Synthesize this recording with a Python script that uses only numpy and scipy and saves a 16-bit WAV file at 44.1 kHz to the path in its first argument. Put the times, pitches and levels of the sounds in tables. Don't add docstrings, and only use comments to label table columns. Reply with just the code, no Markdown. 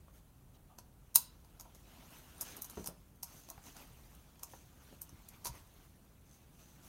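import sys
import numpy as np
from scipy import signal
from scipy.fft import rfft, irfft
from scipy.io import wavfile
from scipy.ndimage import uniform_filter1d

SR = 44100
rng = np.random.default_rng(int(sys.argv[2]) if len(sys.argv) > 2 else 0)


def log_audio(samples):
    frames = np.atleast_2d(samples).T
    limited = np.clip(frames, -1, 1)
    pcm = np.round(limited * 32767).astype(np.int16)
    wavfile.write(sys.argv[1], SR, pcm)


N = 303391

# frequency in Hz, relative strength there in dB.
RUMBLE_TONE = [(15, -20), (45, 3), (72, 0.5), (100, -4), (140, -3), (260, -12.5), (400, -18.5), (900, -24),
               (5000, -48.5)]
HISS_TONE = [(2000, -2.5), (5000, -8), (9000, 2)]
LEATHER_TONE = [(100, -3), (260, 10), (450, 0), (700, 2.5), (1300, 1.5), (1900, -3.5), (2900, -1.5),
                (4500, -6.5), (10000, -31.5)]
CLOTH_TONE = [(1500, -16.5), (4000, -10), (6200, 3.5), (7700, -3), (9400, -0.5), (10600, -3), (12500, 1.5),
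              (15500, -3)]
DRAG_TONE = [(1000, -17), (5600, -11), (6200, 0.5), (7200, -11.5), (15000, -15)]
TICK_TONE = [(300, -23), (1500, -11.5), (3600, -11), (4700, -3), (6400, 3), (7600, -3.5), (9400, 0.5),
             (10500, -3), (12300, 3), (16000, -11.5)]
SNAP_TONE = [(500, -28.5), (1200, -20.5), (3400, -18.5), (4000, -5.5), (4700, -10.5), (6200, 0),
             (7400, -8.5), (9200, 2.5), (10500, -3), (12800, 2.5), (15500, -3.5)]
# frequency in Hz, seconds to fade by 60 dB (called t60 below).
ROOM_FADE = [(1000, 0.39), (4000, 0.39), (9000, 0.15), (15000, 0.19)]
# time in seconds, relative level of their rustle in dB.
LEG_EFFORT = [(0.0, -79.5), (0.92, -81), (1.68, -75), (2.09, -67), (2.61, -67), (2.76, -65), (2.93, -76),
              (3.26, -80), (3.41, -71), (3.93, -69), (4.12, -71), (4.33, -74), (5.5, -71), (6.07, -77),
              (6.25, -79.5), (6.88, -70)]
# start in seconds, length in seconds,
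# relative level in dB, dB added for the cloth.
LEG_RUBS = [(0.116, .1, -73.5, 4.5), (0.531, 0.053, -67, -4), (1.847, 0.23, -69.5, -8),
            (2.08, 0.15, -66, 0.5), (2.376, 0.26, -60.5, -4.5), (3.238, .2, -68.5, 4.5),
            (3.632, 0.1, -63.5, 2), (3.739, 0.13, -61.5, -0.5), (4.468, .13, -71, 5), (4.8, .19, -71.5, 0),
            (5.307, 0.082, -66.5, -3), (5.519, 0.12, -65.5, -1), (5.74, 0.15, -72.5, -2),
            (6.313, 0.17, -78, -1), (6.572, 0.078, -67.5, -2.5), (6.816, .14, -69.5, 5)]
# start in seconds, level in dB, contact fade in ms, treble cut-off in Hz.
FOOTFALLS = [(2.771, -37, 9.4, 565), (2.790, -43, 20, 277), (2.883, -47, 21, 610), (3.578, -46, 2.3, 790),
             (4.535, -46, 4.3, 840), (4.924, -51, 8.7, 440), (5.123, -49.5, 21, 133.6),
             (5.492, -42, 23, 105)]
# pitch in Hz, relative level in dB.
CUFF_NOTES = [(700, -4.5), (950, 0.5), (1080, -3), (1300, -11)]
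# pitch in Hz, relative level in dB.
STEEL_NOTES = [(3970, -7), (5170, -15.5), (5990, -11.5), (6470, 0.5), (8005, -3.5), (8700, -4.5),
               (9082, 0.5), (9415, 1), (9665, -2), (11267, -5), (11780, 1), (12000, -4.5), (12730, -4.5),
               (13383, -5), (14500, -1.5), (14742, -2)]
# start in seconds, level in dB, contact fade in ms.
CUFF_KNOCKS = [(.080, -53.5, 1.9), (0.694, -62.5, 34), (1.651, -56.5, 20), (3.503, -55, 20),
               (4.419, -60, 23), (4.533, -51, 1.9)]
# start in seconds, length in seconds, top level in dB.
LINK_DRAGS = [(2.438, 0.11, -54.5), (2.731, 0.13, -60.5), (3.237, 0.34, -67), (3.61, 0.15, -63),
              (4.363, 0.34, -68.5), (6.233, .17, -68.5), (6.516, 0.28, -70.5)]
# start in seconds, relative level in dB,
# dB added for the cuff's knock, time the rattle takes to settle in ms.
CHAIN_CLINKS = [(.786, -44.5, -1, 3.8), (1.447, -60, 4, 1.9), (1.598, -45, -7, 5.5),
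                (1.609, -43.5, -12, 4.2), (1.748, -55, -7, 9.6), (2.41, -31.5, -18.5, 10.4),
                (2.567, -41.5, -18, 5), (2.62, -32.5, -22, 3.9), (2.644, -43.5, -15, 12),
                (2.698, -44.5, -9, 6), (2.843, -42.5, -6, 2.7), (2.86, -38.5, -10, 8),
                (2.873, -30, -12.5, 2.6), (3.2305, -33.5, -13, 6), (3.488, -48, 1, 1.5),
                (3.501, -38, -16, 2.8), (3.767, -48, -2.5, 3.3), (4.15, -54, -16, 3.5),
                (4.395, -54, -2, 2.2), (4.433, -34.5, -12.5, 3.8), (5.017, -35.5, -20.5, 4.5),
                (5.093, -50, -6, 2), (5.288, -41.5, -17, 0.88), (5.448, -34, -13, 1.5),
                (5.455, -36, -2, 12), (5.4685, -36, -6, 10.6)]
# start in seconds, level in dB, contact fade in ms.
LATCH_CLICKS = [(1.143, -42.5, 15), (1.1507, -27.5, 4.2), (1.1539, -24, 1.9), (1.1569, -8.5, 0.97),
                (1.1579, -10, 2.1), (1.1617, -12.5, 1.1)]

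RUMBLE_DB, HISS_DB = -61.5, -76.5


def from_db(db):
    return 10 ** (np.asarray(db) / 20)


def rms_one(x):
    return x / np.sqrt(np.mean(x ** 2) + 1e-20)


def unit_energy(x):
    return x / np.sqrt(np.sum(x ** 2) + 1e-20)


def seconds(length):
    return np.arange(int(length * SR)) / SR


def at_hz(points, hz):
    known_hz, values = np.transpose(points)
    return np.interp(np.log(hz + 0.0011), np.log(known_hz), values)


def colour(tone, size=8192):
    hz = np.fft.rfftfreq(size, 1 / SR)
    db = at_hz(tone, hz) + at_hz([(16000, 0), (18000, -20)], hz)
    cepstrum = irfft(np.log(from_db(db)))[:size // 2]
    one_sided = 2 * cepstrum * (np.arange(size // 2) > 0)
    return unit_energy(irfft(np.exp(rfft(one_sided, size))))


def through(x, response):
    return signal.oaconvolve(x, response)[:len(x)]


def add(track, s, sound):
    start = round(s * SR)
    track[start:start + len(sound)] += sound[:N - start]


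def steady_noise(tone, db):
    return from_db(db) * rms_one(through(rng.standard_normal(N), colour(tone)))


def room(x, early_db=-10, early_t60=0.073, tail_db=-14, build_s=0.0054):
    t = seconds(.6)
    edges_hz = np.geomspace(60, 18000, 10)
    white, tail = rng.standard_normal(len(t)), 0
    for low, high in zip(edges_hz, edges_hz[1:]):
        band = signal.sosfiltfilt(signal.butter(2, [low, high], "band", fs=SR, output="sos"), white)
        tail = tail + band * np.exp(-np.log(1000) * t / at_hz(ROOM_FADE, np.sqrt(low * high)))
    early = rng.standard_normal(len(t)) ** 3 * np.exp(-np.log(1000) * t / early_t60)
    build_up = 1 - np.exp(-(t / build_s) ** 2)
    early = from_db(early_db) * unit_energy(early * build_up)
    tail = from_db(tail_db) * unit_energy(tail * build_up)
    return x + through(x, early + tail)


def friction(tone, grains_per_s, grain_db, size_db, patchy_db=2.6):
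    sizes = from_db(size_db * np.minimum(rng.exponential(1, N), 4)) * rng.choice([-1, 1], N)
    snaps = rms_one(sizes * (rng.random(N) < grains_per_s / SR))
    _, _, bands = signal.stft(rng.standard_normal(N) + from_db(grain_db) * snaps, nperseg=256)
    patches = uniform_filter1d(rng.standard_normal(bands.shape), size=10, axis=1)
    patches = rms_one(uniform_filter1d(patches, size=3, axis=0))
    _, rubbing = signal.istft(bands * from_db(patchy_db * patches))
    return rms_one(through(rubbing[:N], colour(tone)))


def leg_movement(rise_s=0.033, fall_s=0.049):
    t = np.arange(N) / SR
    power = from_db(np.interp(t, *np.transpose(LEG_EFFORT))) ** 2
    for s, length, db, cloth_db in LEG_RUBS:
        stroke = np.clip(np.minimum((t - s) / rise_s, (s + length - t) / fall_s), 0, 1)
        power = power + (from_db([[db], [db + cloth_db]]) * stroke) ** 2
    return np.sqrt(power)


def rustle(leather_gain_db=3.0, cloth_gain_db=0.5):
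    leather_rub, cloth_rub = leg_movement()
    leather = leather_rub * friction(LEATHER_TONE, grains_per_s=240, grain_db=-6.5, size_db=-2.0)
    cloth = cloth_rub * friction(CLOTH_TONE, grains_per_s=800, grain_db=-6.5, size_db=4.0)
    return from_db(leather_gain_db) * leather + from_db(cloth_gain_db) * cloth


def contact(fade_ms, rise_share=0.13):
    t_ms = 1000 * seconds(.15)
    force = np.exp(-t_ms / fade_ms) * (1 - np.exp(-t_ms / (rise_share * fade_ms)))
    return force * rng.standard_normal(len(force))


def blow(response, db, fade_ms):
    fade_ms = max(fade_ms, .3)
    samples = fade_ms * SR / 1000
    return from_db(db) * np.sqrt(samples / 2) * unit_energy(through(contact(fade_ms), response))


def boots(lowest_hz=55):
    out = np.zeros(N)
    for s, db, fade_ms, cutoff_hz in FOOTFALLS:
        carpet = signal.butter(2, [lowest_hz, cutoff_hz], "band", fs=SR, output="sos")
        thud = signal.sosfilt(carpet, signal.unit_impulse(SR // 10))
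        add(out, s, blow(thud, db, fade_ms))
    return out


def ringing(notes, t60, uneven_db, detune):
    hz, db = np.transpose(notes)[:, :, None]
    t = seconds(t60)
    strength = from_db(db + uneven_db * rng.standard_normal(hz.shape)) * rng.choice([-1, 1], hz.shape)
    pitch = hz * (1 + detune * rng.standard_normal(hz.shape))
    chord = np.sum(strength * np.sin(2 * np.pi * pitch * t), axis=0)
    return unit_energy(chord * np.exp(-np.log(1000) * t / t60))


def cuff_ring():
    return ringing(CUFF_NOTES, t60=0.018, uneven_db=2, detune=.035)


def cuffs():
    out = np.zeros(N)
    for s, db, fade_ms in CUFF_KNOCKS:
        add(out, s, blow(cuff_ring(), db, fade_ms))
    return out


def dragging_links():
    pull = np.zeros(N)
    for s, length, db in LINK_DRAGS:
        add(pull, s, from_db(db) * np.sin(np.pi * seconds(length) / length))
    return pull * friction(DRAG_TONE, grains_per_s=250, grain_db=0, size_db=3)


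def jostling_links(per_s=22, gain_db=19, spread_db=6.0):
    _, cloth_rub = leg_movement()
    hardness = cloth_rub * from_db(gain_db)
    out = np.zeros(N)
    for start in np.flatnonzero(rng.random(N) < per_s / SR):
        if start > LATCH_CLICKS[-1][0] * SR:
            link = ringing(STEEL_NOTES, t60=0.0476, uneven_db=4, detune=.04)
            add(out, start / SR, hardness[start] * from_db(spread_db * rng.standard_normal()) * link)
    return out


def touches(count=4, bounce_s=.0055, graze_early_s=.004, graze_db=-16, graze_ms=3):
    for s, db, cuff_db, settle_ms in CHAIN_CLINKS:
        yield s - graze_early_s, db + graze_db, cuff_db, graze_ms
        fade_ms = 0.95 + 0.17 * settle_ms
        for k in range(count):
            late_s = bounce_s * k * rng.uniform(.9, 1.1)
            loss_db = 20 / np.log(10) * 1000 * late_s / max(settle_ms, .5)
            yield s + late_s, db - loss_db, cuff_db, fade_ms


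def chain(gain_db=1.0, ring_db=-7, knock_db=-1.0):
    out = np.zeros(N)
    for s, db, cuff_db, fade_ms in touches():
        db_per_octave = -5.5 - 0.61 * cuff_db
        tone = [(hz, base + db_per_octave * np.log2(max(hz, 4000) / 8000)) for hz, base in TICK_TONE]
        tick = colour(tone, size=2048)
        link = ringing(STEEL_NOTES, t60=.055, uneven_db=3, detune=.03)
        add(out, s, blow(tick, db, fade_ms))
        add(out, s, blow(link, db + ring_db, fade_ms))
        add(out, s, blow(cuff_ring(), db + cuff_db + knock_db, fade_ms))
    return from_db(gain_db) * out


def padlock(ring_db=-1, knock_db=-25.5):
    out, snap = np.zeros(N), colour(SNAP_TONE)
    for s, db, fade_ms in LATCH_CLICKS:
        add(out, s, blow(snap, db, fade_ms))
        add(out, s, blow(cuff_ring(), db + knock_db, fade_ms))
    s, db, _ = max(LATCH_CLICKS, key=lambda row: row[1])
    add(out, s, from_db(db + ring_db) * ringing(STEEL_NOTES, t60=0.093, uneven_db=-4.0, detune=0))
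    return out


def scene():
    irons = padlock() + chain() + cuffs() + dragging_links() + jostling_links()
    wearer = room(irons + boots()) + rustle()
    return (wearer + steady_noise(RUMBLE_TONE, RUMBLE_DB) + steady_noise(HISS_TONE, HISS_DB))[None]


def record(dry):
    cutoff_hz = 15800
    return signal.sosfilt(signal.ellip(10, .2, 70, cutoff_hz, fs=SR, output="sos"), dry)


dry = scene()
out = record(dry)
log_audio(out)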